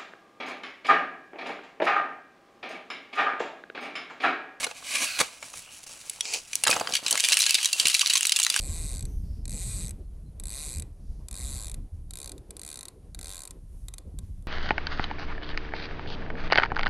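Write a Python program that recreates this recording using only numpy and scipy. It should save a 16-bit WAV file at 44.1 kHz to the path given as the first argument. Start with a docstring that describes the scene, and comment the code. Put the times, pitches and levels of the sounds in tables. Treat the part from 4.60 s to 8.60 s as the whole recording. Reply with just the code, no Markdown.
"""Gloved hands handle a blister pack close up in a small, quiet room. First the pack rasps out of its card
sleeve, whose air rings and sinks in pitch. From 0.7 s gloves brush the plastic as it is turned over;
a fingertip swishes along the rim, then a thumb drags across the blisters. From 2 s the foil is pressed:
its facets buckle in sharp snaps, sparse until then, over fine crackle and dull finger rubbing.
A fast limiter holds down the peaks."""
import sys
import numpy as np
from scipy import signal
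from scipy.fft import rfft, irfft
from scipy.io import wavfile
from scipy.ndimage import uniform_filter1d, minimum_filter1d

SR = 44100
rng = np.random.default_rng(int(sys.argv[2]) if len(sys.argv) > 2 else 0)


def put_to_file(sound):
    """Save the sound as 16-bit audio at rate SR, in the file named by the first command-line argument."""
    columns = np.atleast_2d(sound).T  # one column per channel
    safe = np.clip(columns, -1, 1)
    whole_steps = np.round(safe * 32767)
    wavfile.write(sys.argv[1], SR, whole_steps.astype(np.int16))


N = 176400

# Buckles of the pack. Each row: start in seconds, relative level in dB, nominal decay in ms,
# low edge in Hz, tilt in dB per octave, first ring in Hz, second ring in Hz.
SNAPS = [(0.031, -28.5, 4.4, 400, -2.5, 2160, 4350), (0.0427, -23.5, 4.3, 1790, -3.5, 2830, 9700),
         (0.0664, -27.5, 7.2, 120, -4, 1450, 4140), (0.1122, -33.5, 4.3, 624, -6.5, 876, 2660),
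         (0.355, -23, 5.5, 2130, -5, 2850, 5400), (0.827, -33, 6.1, 790, -5, 2200, 7240),
         (0.9387, -36, 3.5, 714, -6, 2530, 6600), (1.4972, -25.5, 2.8, 2320, 3.5, 7850, 10230),
         (1.6081, -21, 3, 2800, -5.5, 5780, 10160), (1.6542, -29.5, 3.3, 2740, -8.5, 2300, 5000),
         (1.7365, -21.5, 7.2, 2710, 0, 2470, 4470), (1.932, -25.5, 3.5, 1880, -2.5, 2440, 6100),
         (1.9551, -18.5, 1.3, 2340, 3, 5840, 6450), (2.0372, -15, 4.5, 463, 2, 2760, 9160),
         (2.052, -25.5, 3.3, 2120, -8, 4180, 4840), (2.0663, -18.5, 9.2, 800, -6, 1270, 1580),
         (2.0715, -15.5, 2.6, 796, 0, 1630, 6800), (2.0797, -15.5, 4.2, 1290, -4.5, 4000, 5080),
         (2.1027, -18, 3.9, 2710, 4, 2530, 9100), (2.1121, -15.5, 3.6, 2230, -2.5, 2535, 4830),
         (2.1284, -18, 5.7, 1750, -11.5, 2520, 5170), (2.1634, -24, 5.9, 630, -5.5, 580, 6300),
         (2.198, -26.5, 4.5, 360, 0.5, 2560, 6580), (2.211, -24, 3.7, 600, -12.5, 654, 4720),
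         (2.273, -23.5, 2.6, 1470, -8.5, 3140, 4830), (2.3235, -27, 2.6, 3440, -7, 4040, 5400),
         (2.3372, -20, 5.3, 2550, -5, 3070, 6350), (2.3526, -16, 5.9, 2050, -3, 3240, 4480),
         (2.3663, -20.5, 7.3, 2550, -5.5, 3270, 4570), (2.464, -19, 4.1, 3400, -9, 3930, 4990),
         (2.4819, -21.5, 1.9, 2260, -4, 3770, 7600), (2.5095, -15, 5, 3460, 3, 3040, 8500),
         (2.527, -16.5, 2.6, 3850, -4.5, 4380, 9500), (2.5552, -22, 0.47, 1640, -7.5, 1720, 8100),
         (2.5761, -19, 3.8, 1770, -2.5, 2150, 6960), (2.5994, -20.5, 1.7, 2020, -3.5, 3680, 4530),
         (2.6048, -18, 1.3, 2540, 0, 3170, 7400), (2.6395, -17, 3.3, 2410, -6, 3160, 8930),
         (2.6465, -15, 7.9, 2330, -3, 3510, 4880), (2.6869, -17, 1.8, 2160, -0.5, 2470, 8860),
         (2.721, -15.5, 3.6, 2570, -3.5, 2740, 5630), (2.7271, -15, 4.4, 1790, -1, 4030, 6450),
         (2.7323, -16, 3.3, 2420, -5.5, 4140, 4970), (2.7415, -20, 1.6, 2710, 5, 2950, 9900),
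         (2.7702, -14, 4.3, 1680, -0.5, 2660, 9000), (2.79, -20, 5, 2550, 8, 2370, 9400),
         (2.8013, -21, 1.2, 1770, 6.5, 4100, 4900), (2.8053, -15.5, 4.7, 1760, 0.5, 3940, 5940),
         (2.819, -16, 4.9, 1880, 0.5, 4100, 5580), (2.839, -20, 3.4, 2120, -3, 3860, 5070),
         (2.864, -15.5, 5.3, 2100, -4, 4190, 6680), (2.894, -17.5, 5.2, 2550, -2, 3000, 5050),
         (2.908, -14.5, 2.2, 2300, 4.5, 2643, 4440), (2.9441, -14.5, 3.8, 2300, -0.5, 3840, 5030),
         (2.9513, -13.5, 5.7, 2880, -6, 3660, 4600), (2.9842, -23, 7.1, 1880, -6.5, 2600, 3970),
         (3.031, -22.5, 4, 2550, -1, 3160, 9060), (3.0462, -17.5, 3.5, 2920, -2.5, 3290, 6240),
         (3.057, -14, 3.1, 2030, 1, 3880, 6060), (3.1299, -16, 4.3, 2650, 0, 4530, 7200),
         (3.1984, -11.5, 4.4, 3200, -3.5, 3140, 4630), (3.2525, -37.5, 13, 110, -9, 148, 336),
         (3.2552, -14.5, 5, 2540, -5, 2734, 4050), (3.27, -16, 3.3, 1450, 1, 2810, 7100),
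         (3.2829, -16, 2.5, 2710, 2, 3080, 9200), (3.2989, -19.5, 6, 2400, -4, 2840, 9700),
         (3.344, -18, 0.89, 2950, -2, 4060, 6200), (3.3481, -14.5, 5, 2000, -1.5, 3900, 4480),
         (3.394, -17.5, 3.3, 2800, -2, 3890, 8800), (3.4104, -15.5, 5.8, 2280, -3, 3090, 4670),
         (3.4161, -17, 2.4, 1650, -2.5, 2870, 5730), (3.4608, -18, 0.54, 2550, -5.5, 3670, 6100),
         (3.4694, -22.5, 2.9, 2260, -3, 4380, 4460), (3.475, -21, 1.1, 2140, 2, 4140, 6200),
         (3.499, -15, 8.4, 2040, -2, 3880, 4510), (3.5351, -15.5, 5.8, 1800, -0.5, 4030, 8000),
         (3.5545, -14, 7.5, 2300, -3, 4300, 6300), (3.571, -20, 1.2, 2440, -5.5, 3860, 5880),
         (3.5758, -17, 6.3, 2140, -0.5, 3250, 7260), (3.6089, -20, 1.4, 1410, 1.5, 2840, 7450),
         (3.6307, -15, 0.8, 2610, 0, 2800, 6840), (3.6523, -20, 1.3, 1730, -3.5, 2700, 5860),
         (3.656, -20.5, 1.2, 4500, 0, 8400, 9800), (3.6694, -18, 2.8, 1460, 6, 3840, 8050),
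         (3.6946, -18.5, 1.4, 1880, 0.5, 3900, 6900), (3.721, -13.5, 4.6, 2640, -3.5, 3140, 5020),
         (3.762, -17, 1.9, 2970, -3.5, 3370, 5240), (3.7663, -18, 4, 2280, 0, 2730, 7100),
         (3.7897, -20, 1.8, 1280, 0.5, 3100, 8100), (3.7997, -18.5, 1.3, 710, 3, 4030, 6140),
         (3.8028, -19, 1.4, 2420, 0, 2860, 8300), (3.8185, -23.5, 4.1, 2120, -2, 2850, 6200),
         (3.8306, -18, 2.3, 2710, 0, 3460, 7000), (3.836, -18, 2.7, 3260, 2, 4420, 6700),
         (3.8489, -19, 0.42, 2400, 1.5, 3560, 7000), (3.8658, -17, 2.3, 1050, -2, 4100, 6280),
         (3.901, -15.5, 3.1, 1390, 1, 3420, 4880), (3.9426, -21.5, 1.4, 2260, -5, 2880, 5240),
         (3.963, -17, 1.6, 1260, -1, 1560, 8250), (3.9905, -21.5, 5.3, 1870, 0, 2740, 4800)]
# Facets ringing on. Each row: start in seconds, pitch in Hz, relative level in dB, decay in ms.
PINGS = [(1.6085, 3300, -20.5, 4.3), (2.1121, 2508, -12, 6), (2.6463, 2405, -25, 9),
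         (2.7713, 1679, -35, 15), (2.864, 1644, -31, 15), (2.908, 2620, -25, 12), (2.9441, 2670, -29, 14),
         (3.1314, 2734, -21.5, 13), (3.348, 2710, -14, 4.6), (3.431, 1157, -26.5, 5.2),
         (3.506, 2880, -17.5, 5.9), (3.5541, 1090, -27.5, 6.2), (3.8986, 3400, -31, 16)]
# Air modes of the sleeve. Each row: initial centre in Hz, width in Hz, gain in dB.
CAVITY_MODES = [(1670, 100, 10.5), (2770, 150, 14.5), (4760, 360, 8)]

# Envelopes. Each row: time in seconds, relative level in dB.
CRACKLE_ENV = [(2.04, -44), (2.062, -47), (2.08, -30), (2.135, -30.5), (2.19, -38.5), (2.245, -44.5),
               (2.3, -40.5), (2.355, -33), (2.405, -46), (2.435, -45), (2.46, -36.5), (2.54, -33),
               (2.62, -31), (2.72, -29.5), (2.88, -27), (2.98, -33), (3.02, -30.5), (3.12, -36),
               (3.165, -34.5), (3.195, -25.5), (3.23, -32.5), (3.3, -27), (3.38, -31), (3.52, -30.5),
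               (3.6, -33.5), (3.74, -35.5), (3.84, -34), (3.88, -35), (4, -30)]  # foil creasing
SLEEVE_ENV = [(0, -32.5), (.028, -34.5), (.049, -25.5), (.058, -52), (.11, -45), (.13, -55.5), (.18, -43.5),
              (.21, -52), (.25, -40.5), (.3, -34), (.355, -27), (.4, -31), (.435, -23.5), (.49, -39),
              (.583, -47), (.591, -20.5), (.598, -27), (.604, -19), (.615, -20), (.621, -33.5), (.7, -49),
              (.79, -54)]  # pack on card
CAVITY_ENV = [(.42, -46), (.48, -41), (.54, -40.5), (.585, -40.5), (.6, -56)]  # scrape driving the sleeve's air
BRUSH_ENV = [(.68, -74), (.73, -51), (.8, -57.5), (.86, -42.5), (.91, -51), (.98, -41), (1.08, -55.5),
             (1.15, -45), (1.222, -54.5), (1.238, -42.5), (1.26, -65), (1.267, -39), (1.285, -48),
             (1.31, -45.5), (1.405, -50), (1.414, -40.5), (1.43, -51), (1.48, -45), (1.54, -46.5),
             (1.585, -48.5), (1.63, -53), (1.748, -41), (1.8, -46.5), (1.86, -52.5), (1.95, -42.5),
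             (2.035, -45.5)]  # gloves on plastic
THUMB_ENV = [(1.62, -52), (1.66, -37.5), (1.72, -35.5), (1.75, -27.5), (1.78, -38), (1.81, -50)]  # thumb on blisters
RIM_ENV = [(1.02, -59), (1.1, -50.5), (1.2, -68)]  # fingertip on rim
GRIP_ENV = [(0, -47), (.06, -49.5), (.14, -58), (.26, -54.5), (.44, -65), (.5, -95), (.585, -45.5),
            (.61, -23.5), (.635, -48.5), (.8, -58.5), (2.045, -64), (2.075, -31), (2.2, -36.5), (2.25, -41),
            (2.29, -39), (2.41, -54.5), (2.46, -40), (2.49, -52), (2.545, -30), (2.59, -61.5),
            (2.72, -48.5), (2.85, -68), (3.16, -58), (3.22, -45.5), (3.258, -41), (3.285, -60),
            (3.75, -64.5), (4, -54)]  # fingers heard through the pack

# Spectra of the same sources, the snaps and the room. Each row: frequency in Hz, gain in dB.
CRACKLE_EQ = [(180, -65), (300, -43), (800, -17.5), (1150, -11.5), (2210, -8), (2790, 3), (3700, -1),
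              (4670, 1.5), (5520, -2.5), (6100, -1.5), (9880, -3.5), (15000, -26), (16000, -27)]
SLEEVE_EQ = [(80, -29), (170, -26.5), (270, -11.5), (400, -28.5), (620, -10), (900, -19.5), (1150, -8),
             (1380, -19.5), (1680, -5), (1800, -16), (2090, -4.5), (2195, -2), (2290, -4.5), (2410, -1.5),
             (2700, -7.5), (2930, -6), (3200, -9.5), (4300, -7), (10000, -10.5), (12000, -22), (16000, -36)]
CAVITY_EQ = [(950, -20), (1400, -1.5), (4600, -2.5), (10000, -6), (14000, -18)]
BRUSH_EQ = [(300, -8), (600, -15.5), (1900, -7), (2700, -2.5), (3800, -4.5), (5200, -2), (9000, -2.5),
            (10500, -4.5), (12000, -15), (16000, -25)]
THUMB_EQ = [(200, -30), (430, -1), (600, -7), (800, -5.5), (1200, -11), (2000, -8.5), (2450, 1.5),
            (3800, -9), (4700, 1), (7200, 0.5), (8500, -7.5), (11000, -19), (16000, -35)]
RIM_EQ = [(2000, -19), (2850, 3), (4000, -45)]
GRIP_EQ = [(25, -36), (60, -14), (120, -8.5), (260, -2), (370, -2), (480, 0), (650, 3), (900, -1.5),
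           (1200, 1.5), (1700, -2.5), (4000, -25.5)]
SNAP_EQ = [(100, -17), (400, -1), (3000, 1), (9800, 1.5), (11500, -8), (14000, -15.5), (16000, -24.5)]
ROOM_TONE_EQ = [(20, -32), (48, 8), (70, -1), (90, 4.5), (130, 0.5), (450, -11), (1000, -23), (2500, 2.5),
                (8000, -18), (16000, -19)]


def snap(level_db, decay_ms, edge_hz, tilt_db_per_oct, ring1_hz, ring2_hz):
    """A facet flips: a tick and noise burst, weak below the edge frequency, plus two rings."""
    t_s, hz = np.arange(2048) / SR, np.fft.rfftfreq(2048, 1 / SR)
    t_ms, life_ms = t_s * 1e3, max(decay_ms, .5)
    rise = 1 - np.exp(-t_ms / (.11 * life_ms))
    burst = rng.standard_normal(len(t_s)) * rise * np.exp(-t_ms / (.83 * life_ms))
    tick = amp(3.5 - 1.6 * decay_ms)  # strongest in short snaps
    slope = (hz / edge_hz) ** 3.86
    highpass = slope / np.hypot(1, slope) + amp(-35)
    tilt = amp(tilt_db_per_oct * np.log2(np.maximum(hz, 400)))
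    gain = highpass * tilt * eq_gain(SNAP_EQ, hz)
    log_gain = np.log(np.r_[gain, gain[-2:0:-1]])
    min_phase = np.exp(np.conj(signal.hilbert(log_gain)))[:len(hz)]
    sound = unit(irfft((rfft(unit(burst)) + tick) * min_phase))
    for ring_hz, ring_db, base_ms in (ring1_hz, -5, 3.7), (ring2_hz, -4, 1.25):
        wave = np.sin(2 * np.pi * (ring_hz * t_s + rng.random()))
        ring_ms = np.sqrt(base_ms * life_ms)
        sound += amp(ring_db) * unit(wave * rise * np.exp(-t_ms / ring_ms))
    return amp(level_db - .32) * np.sqrt(.004 * SR) * unit(sound)  # level as rms over 4 ms


def buckles(pan_spread_db=1.5):
    """All snaps, each from a slightly different spot between the hands."""
    out = np.zeros((2, N))
    for start_s, *row in SNAPS:
        sound = snap(*row)
        pan_db = pan_spread_db * rng.standard_normal()
        add(out, start_s, sound * amp([[-pan_db / 2], [pan_db / 2]]))
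    return out


def pings(rise_ms=.5):
    """Taut facets ring on after flipping."""
    out, t_ms = np.zeros((2, N)), np.arange(4096) / SR * 1e3
    for start_s, hz, level_db, decay_ms in PINGS:
        envelope = (1 - np.exp(-t_ms / rise_ms)) * np.exp(-t_ms / decay_ms)
        ring = np.sin(2 * np.pi * hz * t_ms / 1e3) * envelope
        add(out, start_s, amp(level_db) * ring[None])
    return out


def foil_crackle():
    """Tiny creases give way as the foil bends."""
    return friction(CRACKLE_ENV, CRACKLE_EQ, slips_per_s=1500, spread_db=4, ring_ms=1.05, hiss=.44)


def sleeve_rasp():
    """The pack scrapes along the card."""
    return friction(SLEEVE_ENV, SLEEVE_EQ, slips_per_s=3500, spread_db=2.5, ring_ms=.61, hiss=.61)


def sleeve_cavity(sag_oct_per_s=1.2):
    """The scrape rings the sleeve's air; pitch sinks as the cavity lengthens."""
    scrape = friction(CAVITY_ENV, CAVITY_EQ, slips_per_s=4400, spread_db=4, ring_ms=.33, hiss=1)
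    elapsed_s = np.clip(np.arange(N) / SR - CAVITY_ENV[0][0], 0, 1)
    sag = 2 ** (-sag_oct_per_s * elapsed_s)
    return scrape + sum(amp(db) * resonate(scrape, hz * sag, width_hz) for hz, width_hz, db in CAVITY_MODES)


def glove_rub():
    """Gloves brush the plastic, drag over the blisters and swish along the rim."""
    brush = friction(BRUSH_ENV, BRUSH_EQ, slips_per_s=1400, spread_db=4.5, ring_ms=1, hiss=.83)
    thumb = friction(THUMB_ENV, THUMB_EQ, slips_per_s=1100, spread_db=1, ring_ms=.51, hiss=.49)
    rim = friction(RIM_ENV, RIM_EQ, slips_per_s=2900, spread_db=0, ring_ms=1, hiss=1)
    return brush + thumb + rim


def finger_grip():
    """Finger rubbing, dulled by the body of the pack."""
    return friction(GRIP_ENV, GRIP_EQ, slips_per_s=600, spread_db=9, ring_ms=3.1, hiss=.76)


def friction(envelope, eq, slips_per_s, spread_db, ring_ms, hiss):
    """Random micro-slips ring small facets over smooth hiss; the contact wanders between facets."""
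    facets, facets_per_s, facets_at_once = 24, 45, 5.5
    t_s, ring_t_ms = np.arange(N) / SR, np.arange(512) / SR * 1e3
    strength = amp(spread_db * np.minimum(rng.exponential(1, N), 4))
    slips = strength * (rng.random(N) < slips_per_s / SR)
    touched = (t_s * facets_per_s + facets_at_once * rng.random(N)).astype(int) % facets
    rings = rng.standard_normal((facets, len(ring_t_ms))) * np.exp(-ring_t_ms / ring_ms)
    grains = sum(signal.oaconvolve(slips * (touched == k), unit(rings[k]))[:N] for k in range(facets))
    level_db = np.interp(t_s, *np.transpose(envelope), left=-120, right=-120)
    return amp(level_db) * equalize(unit(grains) + hiss * unit(rng.standard_normal(N)), eq)


def reflections(x, t60_s, delay_s, band_hz):
    """Decaying random reflections, different per channel."""
    t_s = np.arange(SR // 3) / SR
    tails = rng.standard_normal((2, len(t_s))) * amp(-60 * t_s / t60_s) * (t_s > delay_s)
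    tails = signal.lfilter(*signal.butter(1, band_hz, "bandpass", fs=SR), tails)
    return np.array([signal.oaconvolve(side, unit(tail))[:N] for side, tail in zip(x, tails)])


def room_tone():
    """Faint steady rumble and hiss."""
    return amp(-61) * equalize(rng.standard_normal(N), ROOM_TONE_EQ)


def resonate(x, hz, width_hz):
    """Unity-gain resonator following a frequency curve."""
    phasor = np.exp(2j * np.pi * np.cumsum(hz) / SR)
    pole = np.exp(-np.pi * width_hz / SR)
    return 2 * (phasor * signal.lfilter([1 - pole], [1, -pole], x / phasor + 1e-18)).real


def equalize(x, eq):
    """Applies a spectrum; output rms is one."""
    gain = eq_gain(eq, np.fft.rfftfreq(N, 1 / SR))
    return unit(irfft(rfft(x) * gain, N)) * np.sqrt(N)


def eq_gain(eq, hz):
    """Gain of a spectrum, interpolated over log frequency."""
    points_hz, points_db = np.transpose(eq)
    return amp(np.interp(np.log(hz + 1), np.log(points_hz), points_db))


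def amp(db):
    """Decibels to gain."""
    return 10 ** (np.asarray(db) / 20)


def unit(x):
    """Scales to unit energy."""
    return x / np.sqrt(np.sum(x ** 2) + 1e-20)


def add(mix, start_s, sound):
    """Adds a sound to the stereo mix."""
    part = mix[:, round(start_s * SR):][:, :sound.shape[1]]
    part += sound[:, :part.shape[1]]


def scene():
    """Pack and hands near the centre, with tabletop and room reflections."""
    sleeve = (sleeve_rasp() + sleeve_cavity()) * amp([[-.6], [.6]])
    pack = sleeve + glove_rub() + finger_grip() + foil_crackle() + buckles() + pings()
    tabletop = amp(-16) * reflections(pack, t60_s=.0035, delay_s=.0004, band_hz=(476, 13900))
    room = amp(-17) * reflections(pack, t60_s=.17, delay_s=.00087, band_hz=(278, 3550))
    return (pack + tabletop + room + room_tone()) * amp([[-.15], [.15]])


def record(dry):
    """Fast look-ahead limiter, then low-pass."""
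    ceiling, release_db_per_s, lookahead_s, cutoff_hz = .68, 1800, .0007, 16200
    over_db = np.maximum(20 * np.log10(abs(dry).max(0) / ceiling + 1e-9), 0)
    release_db = np.arange(N) * release_db_per_s / SR
    gain_db = release_db - np.maximum.accumulate(over_db + release_db)
    width = 2 * int(lookahead_s * SR / 2) + 1
    limited = dry * amp(uniform_filter1d(minimum_filter1d(gain_db, width), width))
    lowpass = signal.firwin(255, cutoff_hz, window=("kaiser", 8), fs=SR)
    return signal.oaconvolve(limited, lowpass[None], "same")


dry = scene()
out = record(dry)
put_to_file(out)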